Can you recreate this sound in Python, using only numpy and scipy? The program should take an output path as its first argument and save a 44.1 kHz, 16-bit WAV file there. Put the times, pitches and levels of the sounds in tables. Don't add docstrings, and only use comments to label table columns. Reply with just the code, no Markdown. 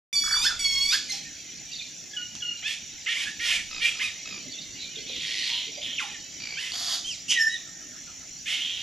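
import sys
import numpy as np
from scipy import signal
from scipy.fft import rfft, irfft, next_fast_len
from scipy.io import wavfile
from scipy.ndimage import uniform_filter1d

SR = 44100
rng = np.random.default_rng(int(sys.argv[2]) if len(sys.argv) > 2 else 0)


def volts_from_decibels(level):
    exponent = np.asarray(level, float) / 20
    return 10 ** exponent


def materialize(psi):
    bounded = np.clip(np.atleast_2d(psi).T, -1, 1)
    quanta = np.round(bounded * 32767).astype(np.int16)
    wavfile.write(sys.argv[1], SR, quanta)


N = 388962

# start_s, flip_after_s, level_db, lowest_hz, lowest_at (share of the hold, 0-1)
SCREAMS = [
    (.128, .337, -27, 1131, .39),
    (.592, .353, -27.5, 1094, .45),
]
# centre_hz, lift_db
SCREAM_COLOURS = [
    (2300, -5),
    (2210, 2.5),
]
# freq_hz, level_db (per Hz)
SCREAM_THROAT = [(530, -24), (1150, -28), (1770, -11.5), (2220, -6), (2860, -9.5), (3140, -1.5), (3340, -3),
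                 (3990, -7.5), (4500, 0), (5060, -4), (6820, -11.5), (11100, -26), (13300, -26.5),
                 (15500, -45)]
# start_s, length_s, peak_db, start_hz
YELP = (1.085, .115, -35, 2210)
# start_s, grace_s, length_s, level_db, held_hz
WHISTLES = [
    (2.13, 0.041, 0.118, -34, 1454),
    (2.401, 0.025, 0.129, -32.5, 1427),
]
# freq_hz, level_db (per Hz)
WHISTLE_THROAT = [(1450, -20.5), (2900, -1.5), (4350, -24), (5800, -41), (9000, -94)]
# start_s, length_s, peak_db, top_hz, roughness (0-1)
PIPES = [
    (7.043, .125, -31, 3200, .35),
    (7.278, .085, -22, 3050, .8),
]
# freq_hz, level_db (per Hz)
PIPE_THROAT = [(1500, -26.5), (2400, -1), (3050, 12), (3800, -8), (5000, 5), (6200, 7), (9300, -9),
               (14000, -30)]
# time_s, level_db, pitch_hz, roughness (0-1)
FLUTE = [(7.335, -43, 2056, .3), (7.359, -32, 1935, 0), (7.377, -21, 1926, 0.03), (7.393, -27.5, 1817, 0.3),
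         (7.405, -23, 1801, 0.16), (7.422, -20, 1784, 0.04), (7.452, -30, 1754, 0.2),
         (7.47, -23.5, 1794, 0), (7.487, -24.5, 1786, 0.1)]
# time_s, level_db, pitch_hz, roughness (0-1)
FLUTE_LIFT = [(7.496, -37, 1906, 0.3), (7.523, -37.5, 1924, 0.4), (7.546, -32, 1931, 0.2),
              (7.565, -37, 1866, .14), (7.585, -60, 1720, .1)]
# time_s, level_db, pulse_rate_hz, roughness (0-1)
SQUAWKS = [
    [(2.621, -40, 529, 0), (2.64, -33, 789, 0.1), (2.665, -27, 878, 0.15), (2.69, -29.5, 922, 0.8),
     (2.735, -34.5, 876, 1), (2.77, -53, 870, 0.4)],
    [(3.058, -36, 310.7, 0.2), (3.072, -32, 390, 0.06), (3.09, -25, 459, 0.2), (3.118, -28.5, 478.7, 0.42),
     (3.142, -29, 292, 0.5)],
    [(3.143, -33, 862, .6), (3.18, -32.5, 1148, 0.55), (3.197, -31, 1171, 0.66), (3.235, -32.5, 822, 0.94),
     (3.255, -38, 796, 0.43), (3.28, -36, 907, 0.54), (3.325, -45, 946, 0.64)],
    [(3.39, -35, 352, 0.04), (3.41, -30.5, 473, 0.31), (3.46, -25, 477, 0.54), (3.478, -29, 468, 0.9)],
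    [(3.47, -25.5, 339, 0.77), (3.51, -25, 353.7, 0.75), (3.555, -26.5, 359, 0.82), (3.585, -36, 297, 0.7),
     (3.62, -42, 235, .5)],
]
# time_s, level_db, pulse_rate_hz, roughness (0-1)
LATE_SQUAWKS = [
    [(3.798, -45, 398.6, 0.4), (3.82, -28, 468, 0.34), (3.855, -23, 477.4, 0.56), (3.9, -33.5, 414, 0.83),
     (3.93, -38, 394, 0.4)],
    [(3.99, -34, 560, 0.1), (4.015, -26.5, 1037, 0.33), (4.04, -27, 1301, 0.67), (4.07, -33.5, 1186, 0.43),
     (4.09, -39, 1044, 0.5), (4.11, -48, 830, 0.5)],
    [(5.991, -37, 481, 0.4), (5.997, -33, 521, 0.5), (6.08, -44.5, 450, 0.5), (6.17, -41, 341, 0)],
    [(6.565, -44, 712, 0.3), (6.585, -34, 877, 0.07), (6.605, -33.5, 1000, 0.63), (6.65, -35, 1023, 0.8),
     (6.715, -39, 998, 0.96)],
    [(8.452, -42, 471, 0.77), (8.459, -37, 558.4, 0.76), (8.49, -29.5, 698, 0.8), (8.53, -29, 704, 0.74),
     (8.59, -37, 714, 0.7), (8.68, -48, 717, .5)],
]
# centre_hz, lift_db
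SQUAWK_COLOURS = [(3100, 5.5), (3020, 3), (2300, 1), (2300, 0), (2500, 1.5), (2900, 1.5), (2500, 3),
                  (2500, -2.5), (3000, 3), (2950, 6)]
# freq_hz, level_db (per Hz)
SQUAWK_THROAT = [(350, -46), (600, -21.5), (716, -26), (1010, -27.5), (1390, -14.5), (1530, -19),
                 (1730, -4), (2440, 0), (2950, -1), (3470, -0.5), (3980, -7.5), (5660, -7), (9500, -18),
                 (14100, -33), (15500, -46)]
# start_s, length_s, level_db, start_hz, end_hz
TRILLS = [
    (3.705, 0.11, -40.5, 1312, 1183),
    (3.948, 0.05, -41.5, 1294, 1243),
    (4.25, .145, -44, 1301, 1170),
    (6.396, 0.22, -42, 2340, 2250),
]
# freq_hz, level_db (per Hz)
TRILL_THROAT = [(1250, -6), (2500, 7), (3750, 1.5), (5000, 6.5), (6300, -10), (9000, -31), (13000, -40)]
# start_s, length_s, peak_db, throat_hz, peak_at (share of the length, 0-1)
RASPS = [(4.803, 0.1, -42, 3800, 0.37), (7.302, 0.098, -28.5, 2980, 0.24), (5.061, .4, -36, 3330, 0.26),
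         (5.45, 0.24, -31, 3200, 0.4), (5.38, .29, -35, 4120, .4), (5.813, 0.21, -33.5, 3220, 0.21),
         (8.5, 0.77, -32.5, 3190, 0.032), (1.685, 0.23, -47, 3770, 0.37), (7.309, .03, -25, 2970, 0.46)]
# time_s, level_db
CROAK = [(5.2, -43.5), (5.314, -38), (5.51, -37.5)]
# freq_hz, level_db (per Hz)
CROAK_THROAT = [(590, -66), (1000, -24), (1540, -27), (1930, 1.5), (2340, 0), (3940, 0), (6270, -9),
                (7020, -17), (7770, -19), (8710, -19), (15000, -42)]
# time_s, level_db
SCRAPE = [(6.73, -36), (6.948, -29), (7.01, -50)]
# freq_hz, level_db (per Hz)
SCRAPE_THROAT = [(290, -57), (500, -31), (726, -6), (888, -23.5), (1130, -8.5), (1530, -11.5), (1800, -8.5),
                 (2500, -16), (3430, 2), (4840, -2), (6640, -3.5), (8240, -16), (10000, -16.5),
                 (14000, -28), (15500, -48)]
# time_s, peak_db
CHATTER = [(.231, -35), (0.254, -35), (0.27, -31), (.289, -37), (0.305, -26.5), (0.322, -36),
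           (0.334, -26.5)]
# start_hz, end_hz, length_s
CHATTER_NOTE = (2500, 1100, 0.017)
# time_s, peak_db
PEEPS = [(7.654, -59), (7.8, -59), (7.925, -57), (8.065, -53.5), (8.199, -57)]
# start_hz, end_hz, length_s
PEEP_NOTE = (1515, 1200, 0.0473)
# time_s, peak_db, start_hz, end_hz
TWITTER = [(1.708, -36, 2700, 2850), (1.713, -37, 4680, 4550), (1.726, -31.5, 4170, 3380),
           (1.75, -32, 4700, 4270), (1.781, -30, 3750, 3470), (1.8, -34.5, 2570, 2300),
           (1.814, -34, 4980, 3570)]
# time_s, peak_db, start_hz, end_hz, length_s
GULPS = [(0.367, -44.5, 932, 937, 0.086), (1.127, -49, 802, 786, 0.031), (4.31, -47, 200, 187, 0.037),
         (4.463, -44.5, 248, 298, 0.024), (4.964, -48.5, 392, 473, 0.028), (5.091, -42, 600, 455, 0.018),
         (5.489, -48, 899, 972, 0.075), (5.667, -50, 396, 485, 0.032), (5.771, -40.5, 582, 598, 0.028),
         (6.022, -42, 960, 740, 0.035)]
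# time_s, peak_db, start_hz, end_hz, length_s
CHIRPS = [(0.357, -34.5, 1720, 910, 0.017), (.376, -45, 1500, 880, 0.014), (0.444, -26, 1350, 1875, 0.032),
          (.468, -41, 1900, 1300, 0.011), (.478, -30, 1812, 1296, 0.052), (.515, -53, 1300, 622, 0.025),
          (.525, -39, 1490, 1335, 0.023), (1.093, -35, 6600, 6000, 0.029), (1.115, -32, 6050, 4950, 0.022),
          (2.35, -42, 4290, 2390, 0.02), (.922, -25.5, 1400, 1840, .04), (5.72, -45.5, 4740, 4840, 0.091),
          (5.872, -48, 1780, 1910, 0.052), (5.975, -28, 4220, 1840, .028), (5.992, -35, 2134, 978, .036),
          (6.541, -42, 3110, 3050, 0.1), (7.17, -47, 4420, 5530, .06), (8.35, -49.5, 3970, 5300, 0.067)]
# time_s, peak_db, start_hz, end_hz, length_s
FLOCK = [(4.488, -45, 4000, 4000, .02), (4.503, -40.5, 4420, 4650, 0.022), (4.516, -33, 4630, 4320, 0.015),
         (4.52, -42, 3550, 3400, 0.05), (4.553, -45, 2750, 2630, 0.051), (4.581, -37, 3780, 3500, 0.024),
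         (4.604, -42, 5050, 3900, 0.0363), (4.741, -46.5, 2900, 2770, 0.058),
         (4.785, -39, 4030, 3750, 0.024), (4.802, -33, 3770, 4160, 0.019),
         (4.817, -31.5, 4150, 3980, 0.019), (4.952, -36.5, 3490, 3620, 0.021),
         (4.968, -39, 3380, 3250, 0.023), (4.98, -37, 4100, 4440, 0.018), (5.085, -34, 4070, 3780, 0.031)]
# time_s, peak_db, start_hz, end_hz,
# length_s
STREAKS = [(3.063, -28, 1756, 2330, 0.018), (3.105, -32, 2866, 2850, .02), (3.12, -33, 2930, 1754, .027),
           (3.196, -36, 2366, 1640, 0.046), (3.5, -29, 2420, 2500, 0.05), (3.553, -31, 2524, 2080, 0.038),
           (3.58, -36, 2120, 1690, 0.033), (3.843, -26.5, 2970, 2480, 0.057),
           (4.036, -36, 2610, 2280, 0.044), (4.074, -42.5, 2347, 1710, .037),
           (6.566, -41, 1445, 1960, 0.038), (7.102, -36.5, 6280, 4300, 0.033),
           (7.133, -40, 4480, 3460, .03), (0.244, -35, 5020, 5110, 0.093), (3.165, -34, 2230, 2320, 0.031),
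           (7.545, -34.5, 3840, 3470, .03), (7.56, -52, 1874, 1843, .12), (7.58, -56.5, 1865, 1792, .45),
           (7.51, -42, 2980, 2950, .03), (2.565, -45, 4110, 4110, .05), (1.1, -34, 4250, 4010, 0.038),
           (1.25, -47, 1854, 1804, .05), (7.753, -62, 3430, 3387, 0.54),
           (3.993, -32, 1450, 3250, .034), (4.008, -32, 1900, 2250, .016), (4.05, -38, 3950, 3650, .04),
        (3.812, -32, 3150, 3350, .045), (3.82, -31, 2350, 2400, .07), (3.25, -34, 1620, 1800, .06),
        (3.072, -33, 2800, 3600, .04), (7.31, -33, 6150, 6300, .028)]
# time_s, peak_db, ring_hz
SNAPS = [
    (2.3521, -17, 6050),
    (6.7195, -13.5, 4590),
    (6.7364, -19, 3280),
    (6.7396, -20, 4670),
    (6.758, -23, 6060),
]
# time_s, level_db
FAR_DB = [(0.13, -121), (0.32, -37), (1.97, -47), (3.81, -40), (4.61, -42), (5.26, -35), (8.38, -54.5),
          (8.82, -36)]
# freq_hz, t60_s
TREES = [(500, 0.51), (1800, 0.2), (3500, 0.35), (7000, 0.39), (14000, 0.17)]
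# time_s, smooth_choir_db, throbbing_choir_db, throb_depth (0-1)
INSECTS = [(0.13, -123, -136, 0.6), (0.32, -56, -51, 0.6), (1.07, -45, -50.5, 0.6), (8.82, -45.5, -50, 0.6)]
# freq_hz, level_db (per Hz)
AIR = [(250, -8.5), (450, -26), (775, -16), (1000, -27.5), (1500, -19), (1850, -13.5), (3300, -15),
       (5100, -12.5), (7500, -11), (7950, -22.5), (8900, -29.5), (9300, -29), (14000, -30.5), (15600, -40)]
# freq_hz, level_db (per Hz)
HUM = [(12, -18), (20, -24), (114, -1.5), (139, 4.5), (177, 5.5), (223, -6.5), (265, 7.5), (304, 2),
       (500, -7.5), (650, -4.5), (1100, -120)]
# time_s, level_db
HUM_DB = [(.13, -54), (2.8, -59), (4.6, -53), (8.82, -59)]
# freq_hz, left_right_likeness (-1 to 1)
SAME = [(25, -1.1), (60, 0.68), (250, 0.55), (600, 0.4), (1700, 0.82), (5000, 0.71), (15000, 0.84)]
# freq_hz, left_over_right_db
LEAN = [(60, -1), (600, -2), (5000, -1), (15000, -3)]
# start_s, length_s, level_db
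GUSTS = [
    (0.118, 0.95, -48.5),
    (3.35, 0.66, -53),
]
# freq_hz, left_lead_rad
PORTS = [(1200, 0.72), (2700, 0.41), (6200, -0.78), (8500, 1), (9500, 0)]


def evened(x):
    return x / np.sqrt(np.mean(x ** 2) + 1e-20)


def read(points, hz):
    f, value = np.transpose(points)
    return np.interp(np.log(hz + 1), np.log(f + 1), value)


def unroll(rows):
    s, *columns = np.transpose(rows)
    t = np.arange(s[0], s[-1], 1 / SR)
    return t, [np.interp(t, s, c) for c in columns]


def along(rows):
    s, *columns = np.transpose(rows)
    return [np.interp(np.arange(N) / SR, s, c) for c in columns]


def swell(start, length, peak):
    t = np.arange(start, start + length, 1 / SR)
    u = (t - start) / length
    peak = np.clip(peak, .01, .99)
    return t, np.maximum(1 - u / peak, 0), np.maximum(u - peak, 0) / (1 - peak)


def add(mix, t, sound, lean_db, edge=600):
    at = round(t[0] * SR)
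    sides = volts_from_decibels(np.multiply.outer([.5, -.5], lean_db * np.ones(len(sound))))
    fade = signal.windows.tukey(len(sound), min(edge / len(sound), 1))
    part = mix[:, at:at + len(sound)]
    part += (sides * sound * fade)[:, :part.shape[1]]


def wander(size, per_s):
    knots_per_s = 400
    knots = rng.standard_normal(int(size / SR * knots_per_s) + 400)
    span = int(200 / per_s) + 1
    smooth = evened(uniform_filter1d(uniform_filter1d(knots, span), span))
    return np.interp(np.arange(size) / SR * knots_per_s, np.arange(len(knots)), smooth)


def tinted(throat, centre_hz, db, octaves=0.34):
    return [(f, level + db * np.exp(-(np.log2(f / centre_hz) / octaves) ** 2)) for f, level in throat]


def coloured(x, throat):
    size = next_fast_len(len(x) + 512)
    gain = volts_from_decibels(read(throat, np.fft.rfftfreq(size, 1 / SR)))
    return evened(irfft(rfft(x, size) * gain, size)[:len(x)])


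def resonate(x, hz, width_hz):
    turn = np.exp(2j * np.pi * np.cumsum(hz * np.ones(len(x))) / SR)
    r = np.exp(-np.pi * width_hz / SR)
    return 2 * (turn * signal.lfilter([1 - r], [1, -r], x / turn)).real


def voice(hz, rough, throat, flutter_db, weak=0, jitter=0.0076, clear_hz=16000., scatter=1):
    turns = np.cumsum(hz * (1 + jitter * wander(len(hz), 120))) / SR
    tone, power = 0, 1e-12
    for k in np.arange(1, 29) / 2:
        half = k % 1 > 0
        if half and not np.any(weak) or k * np.min(hz) > clear_hz * 2:
            continue
        gain = volts_from_decibels(read(throat, k * hz)) * (k * hz < 16000)
        if half:
            gain = gain * np.clip(weak, 0, 1)
        clear = 1 / (1 + (k * hz / clear_hz) ** 4)
        flutter = volts_from_decibels(flutter_db * wander(len(hz), 45))
        tone += clear * gain * flutter * np.cos(2 * np.pi * (k * turns + scatter * rng.random()))
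        power += gain ** 2 / 2
    puffs = 0.3 + np.exp(-(turns / 2 % 1) / 0.16)
    breath = coloured(puffs * rng.standard_normal(len(hz)), throat)
    rough = np.clip(rough, 0, 1)
    return np.sqrt(1 - rough) * tone / np.sqrt(power) + np.sqrt(rough) * breath


def pulses(size, per_s, uneven_db, hiss):
    turns = np.cumsum(per_s * (1 + .2 * wander(size, 100))) / SR
    height = volts_from_decibels(uneven_db * wander(size, 150))
    clicks = np.diff(np.floor(turns), prepend=0) * height
    return evened(clicks) + hiss * height * np.exp(-(turns % 1) / .5) * rng.standard_normal(size)


def screams():
    mix = np.zeros((2, N))
    bow_hz_per_s2, flip_hz, flip_s, dying_s = 2200., 529.5, .0138, .05
    for (start, hold, db, low_hz, low), colour in zip(SCREAMS, SCREAM_COLOURS):
        t = np.arange(start, start + hold + dying_s, 1 / SR)
        left = np.maximum(start + hold - t, 0)
        gone = np.maximum(t - start - hold, 0) / dying_s
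        flip = np.exp(-left / flip_s)
        hz = low_hz + bow_hz_per_s2 * (hold - left - low * hold) ** 2 + flip_hz * flip - 60. * gone
        rough = .11 + .4 * np.sin(np.pi * flip ** .7) ** 2 + .35 * flip + .5 * gone
        level_db = db + 4.5 * np.minimum(2 * flip, 1) - 24. * gone
        throat = tinted(SCREAM_THROAT, *colour)
        cry = voice(hz, rough ** 2, throat, 3., jitter=.003, clear_hz=15000.)
        add(mix, t, volts_from_decibels(level_db) * cry, -2.6, edge=160)
    return mix


def yelp():
    mix = np.zeros((2, N))
    start, length, db, start_hz = YELP
    t, before, after = swell(start, length, 0.25)
    hz = start_hz * (0.9 + 0.07 * np.exp(-(t - t[0]) / 0.031))
    cry = voice(hz, 0.23 + 1.4 * np.sqrt(after), SCREAM_THROAT, 6.2, clear_hz=15000.)
    add(mix, t, volts_from_decibels(db - 2.1 * before - 9.3 * after) * cry, -2.6)
    return mix


def whistles():
    mix = np.zeros((2, N))
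    grace_pitch = 1.19
    for s, grace, length, db, hz in WHISTLES:
        t, (level_db, pitch) = unroll([
            (s, -16, 1.08), (s + 0.0081, -5, grace_pitch), (s + 0.73 * grace, -15.5, grace_pitch - .04),
            (s + grace, 0, 1), (s + length - .02, 0, 1), (s + length, -10, .97)])
        tone = voice(hz * pitch, 0.0028, WHISTLE_THROAT, 3.2, clear_hz=9000.)
        add(mix, t, volts_from_decibels(db + level_db) * tone, -1.6)
    return mix


def pipes():
    mix = np.zeros((2, N))
    fall_hz_per_s, scoop = 33000., 0.15
    for start, length, db, top_hz, rough in PIPES:
        t, before, after = swell(start, length, 0.38)
        fall_hz = fall_hz_per_s * (1 - rough) * .58 * length * after ** 1.3
        hz = top_hz * (1 - scoop * rough * before ** 2) - fall_hz
        level_db = db - 24. * rough * before ** 1.5 - 16. * after ** 1.3
        tone = voice(hz, rough ** 2, PIPE_THROAT, 1.6 + 3 * rough, jitter=.04 * rough ** 2, clear_hz=8500.)
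        add(mix, t, volts_from_decibels(level_db) * tone, -2.3)
    return mix


def flute():
    mix = np.zeros((2, N))
    rest_hz, beat_hz, beat_depth = 1785., 84., .3
    t, (db, hz, rough) = unroll(FLUTE + FLUTE_LIFT)
    turns = np.cumsum(hz * (1 + 0.0073 * wander(len(t), 100))) / SR
    raised = abs(hz - rest_hz)
    second_db = np.minimum(-30. + .22 * raised, 8.) - 14.0 * (t < 7.485)
    third_db = -7. - .25 * np.maximum(raised - 45., 0)
    third_db = third_db - 60. * np.maximum(t - 7.44, 0) - 20 * (t > 7.494)
    third_db = np.maximum(third_db, -30.)
    fifth_db = np.maximum(third_db - 38, second_db - 26.0)
    shares_db = [0, second_db, third_db, third_db - 14.0, fifth_db, third_db - 25.0, third_db - 27.]
    tone = 0
    for k, share_db in enumerate(shares_db):
        flutter_db = (1. + .5 * k) * wander(len(t), 50 + 40 * k)
        tone = tone + volts_from_decibels(share_db + flutter_db) * np.cos(2 * np.pi * (k + 1) * turns)
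    tone = tone * (1 + beat_depth * np.cos(2 * np.pi * beat_hz * (t - 7.472)))
    breath = rough * coloured(rng.standard_normal(len(t)), PIPE_THROAT)
    add(mix, t, volts_from_decibels(db) * (np.sqrt(2) * tone + breath), -1.6)
    return mix


def squawks():
    mix = np.zeros((2, N))
    for rows, colour in zip(SQUAWKS + LATE_SQUAWKS, SQUAWK_COLOURS):
        t, (db, hz, rough) = unroll(rows)
        rough = np.clip(rough, 0, 1)
        throat = tinted(SQUAWK_THROAT, *colour)
        cry = voice(2 * hz, rough ** 1.9, throat, 3.5, 1, .006 + .022 * rough, clear_hz=4200., scatter=.35)
        add(mix, t, volts_from_decibels(db) * cry, -2.8)
    return mix


def trills():
    mix = np.zeros((2, N))
    for start, length, db, start_hz, end_hz in TRILLS:
        t, before, after = swell(start, length, 0.43)
        throb = np.sin(np.pi * 58. * (t - t[0])) ** 4
        hz = np.linspace(start_hz, end_hz, len(t))
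        tone = voice(hz, .28, TRILL_THROAT, 2., jitter=.018, clear_hz=6000.)
        add(mix, t, volts_from_decibels(db + 9 - 2.5 * before - 4. * after) * throb * tone, -2.1)
    return mix


def rasps():
    mix = np.zeros((2, N))
    for start, length, db, throat_hz, peak in RASPS:
        t, before, after = swell(start, length, peak)
        hz = throat_hz * (1 + .03 * before - .05 * after)
        drive = pulses(len(t), 210., 1.2, 6.)
        throat = evened(resonate(resonate(drive, hz, 850.), hz, 1200.))
        rasp = evened(throat + volts_from_decibels(-8) * coloured(drive, CROAK_THROAT))
        add(mix, t, volts_from_decibels(db - 6 * before - 11.5 * after) * rasp, -2.3)
    return mix


def croak_and_scrape():
    mix = np.zeros((2, N))
    # path, throat, trim_db, pulse_rate_hz, beak_hz, beak_share
    calls = [(CROAK, CROAK_THROAT, 4.5, 110., 1900., .1), (SCRAPE, SCRAPE_THROAT, .3, 240., 4750., .4)]
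    for rows, throat, trim_db, per_s, ring_hz, ring in calls:
        t, (db,) = unroll(rows)
        drive = pulses(len(t), per_s, 1.0, 30.0)
        beak = ring * evened(resonate(resonate(drive, ring_hz, 500.), ring_hz, 700.))
        add(mix, t, volts_from_decibels(db + trim_db) * evened(coloured(drive, throat) + beak), -2.4)
    return mix


def small_notes():
    mix = np.zeros((2, N))
    rows = [row + CHATTER_NOTE for row in CHATTER] + [row + PEEP_NOTE for row in PEEPS]
    rows += [(s, db - 5., start_hz, end_hz, .028) for s, db, start_hz, end_hz in TWITTER]
    for s, db, start_hz, end_hz, length in rows + GULPS + CHIRPS + FLOCK + STREAKS:
        t = np.arange(0, length, 1 / SR)
        bend = (t / length) ** min(np.sqrt(end_hz / start_hz), 1)
        hz = start_hz * (end_hz / start_hz) ** bend
        breath = resonate(rng.standard_normal(len(t)), hz, 0.18 * start_hz)
        hoarse = evened(resonate(breath, hz, 430.0))
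        tone = np.sin(2 * np.pi * np.cumsum(hz) / SR) + .38 * hoarse
        lean_db = -5.5 if start_hz < 1000 else -3.1
        add(mix, s + t, volts_from_decibels(db) * np.sqrt(np.sin(np.pi * t / length)) * tone, lean_db)
    return mix


def beak_snaps():
    mix = np.zeros((2, N))
    t = np.arange(700) / SR
    for s, db, hz in SNAPS:
        tick = coloured(rng.standard_normal(len(t)), SCRAPE_THROAT)
        envelope = np.exp(-t / 0.0012) * (1 - np.exp(-t / 0.00051))
        snap = envelope * (np.sin(2 * np.pi * hz * t) + 0.5 * tick)
        add(mix, s - .007 + t[:1], volts_from_decibels(db - 2.5) * np.pad(snap, 310), -2.2)
    return mix


def far_birds(count=2600):
    mix = np.zeros(N + SR)
    for s, pitch, glide, length, size in rng.random((count, 5)):
        t = np.arange(0, 0.01185 + 0.029 * length, 1 / SR)
        hz = 2000 * 2.5 ** pitch * np.linspace(1, .84 + .3 * glide, len(t))
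        chirp = volts_from_decibels(3 * size) * np.hanning(len(t)) * np.sin(2 * np.pi * np.cumsum(hz) / SR)
        mix[round(N * s):][:len(t)] += chirp
    return volts_from_decibels(along(FAR_DB)[0] - 6.5) * evened(mix[:N])


def trees(x):
    taps = np.zeros((2, 32000))
    at = np.arange(120, 31980, 20) + rng.integers(0, 20, (2, 1593))
    np.put_along_axis(taps, at, rng.choice([-1., 1.], at.shape), 1)
    taps[1] = taps[0] + 0.48 * taps[1]
    hz, t, z = signal.stft(taps, SR, nperseg=256)
    fade_db = -60 * t / np.maximum(read(TREES, hz), .05)[:, None]
    fade = volts_from_decibels(fade_db) + volts_from_decibels(fade_db / 3 - 19)
    tail = signal.istft(z * fade, SR, nperseg=256)[1]
    tail = tail / np.linalg.norm(tail, axis=1, keepdims=True)
    return signal.fftconvolve(x[None], tail, axes=1)[:, :N] * volts_from_decibels([[-1.2], [1.2]])


def wash(spectrum, patchy_db):
    frames, hz = N // 512 + 3, np.fft.rfftfreq(1024, 1 / SR)
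    a, b, c, d, patches = rng.standard_normal((frames, 513, 5)).T
    patches = evened(uniform_filter1d(uniform_filter1d(patches, size=6, axis=0), size=5, axis=1))
    same = np.clip(read(SAME, hz), -1, 1)[:, None]
    left = a + 1j * b
    right = same * left + np.sqrt(1 - same ** 2) * (c + 1j * d)
    lean_db = np.multiply.outer([.5, -.5], read(LEAN, hz))[..., None]
    z = np.array([left, right]) * volts_from_decibels(spectrum(hz)[:, None] + patchy_db * patches + lean_db)
    return evened(signal.istft(z, window="cosine", nperseg=1024, noverlap=512)[1][:, :N])


def hump(centre_hz, width_hz):
    return lambda hz: np.maximum(-6 * (2 * (hz - centre_hz) / width_hz) ** 2, -90)


def insects():
    smooth_db, throb_db, depth = along(INSECTS)
    strokes = np.cumsum(52.6 * (1 + 0.011 * wander(N, 1.25))) / SR
    beat = np.cos(2 * np.pi * strokes) + 0.1 * np.cos(4 * np.pi * strokes)
    throb = 1 + np.clip(depth, 0, 1) * beat
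    smooth_choir = volts_from_decibels(smooth_db) * wash(hump(5830.0, 680.0), 1.8)
    return smooth_choir + volts_from_decibels(throb_db) * throb * wash(hump(6874.0, 630.0), 0.62)


def open_air():
    return volts_from_decibels(-48.5) * wash(lambda hz: read(AIR, hz), 3.3)


def low_hum():
    return volts_from_decibels(along(HUM_DB)[0]) * wash(lambda hz: read(HUM, hz), 2.87)


def wind():
    mix = np.zeros((2, N))
    lowpass = signal.butter(2, 48.4, fs=SR, output="sos")
    lumps = signal.sosfilt(lowpass, rng.standard_normal((2, N)))
    for start, length, db in GUSTS:
        t = np.arange(start, start + length, 1 / SR)
        mix[:, round(start * SR):][:, :len(t)] += volts_from_decibels(db) * signal.windows.tukey(len(t), .4)
    return mix * evened(lumps)


def ports(x):
    turn = np.exp(.5j * read(PORTS, np.fft.rfftfreq(N, 1 / SR)))
    return irfft(rfft(x, axis=1) * np.array([turn, 1 / turn]), N, axis=1)


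def scene():
    near = screams() + yelp() + whistles() + squawks() + trills() + rasps() + croak_and_scrape()
    near = near + small_notes() + beak_snaps()
    close = flute() + pipes()
    far = far_birds()
    echoes = trees(volts_from_decibels(-3.5) * near.mean(0) + volts_from_decibels(-9) * close.mean(0) + far)
    birds = ports(near + close + volts_from_decibels(-11.5) * far + echoes)
    return birds + insects() + open_air() + low_hum() + wind()


def thinned(x, margin_db):
    mid_side = np.array([x[0] + x[1], x[0] - x[1]]) / 2
    hz, t, z = signal.stft(mid_side, SR, nperseg=2048)
    hz = hz[:, None]
    power = abs(z[0]) ** 2
    band_db = 10 * np.log10(uniform_filter1d(power, size=21, axis=0) + 1e-20)
    fine_db = 10 * np.log10(uniform_filter1d(power, size=6, axis=0) + 1e-20)
    slope_db = .004 * hz
    mask_db = np.maximum.accumulate(band_db + slope_db, axis=0) - slope_db
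    hidden = (band_db < mask_db + margin_db) | (fine_db < band_db - .8)
    z = z * np.where((hz > 7800) & hidden, volts_from_decibels(-30), 1)
    z[1] *= 1 / (1 + (hz / 10300) ** 16) + 0.041
    top_hz = np.where(band_db[690] > -99., 15800, 15050)
    mid, side = signal.istft(z * (hz < top_hz), SR, nperseg=2048)[1][:, :N]
    return np.array([mid + side, mid - side])


def band_limit(x):
    return signal.sosfilt(signal.butter(12, 15960, fs=SR, output="sos"), x)


def record(dry):
    start_s = .1285
    return band_limit(thinned(dry, -23.5) * (np.arange(N) >= start_s * SR))


dry = scene()
out = record(dry)
materialize(out)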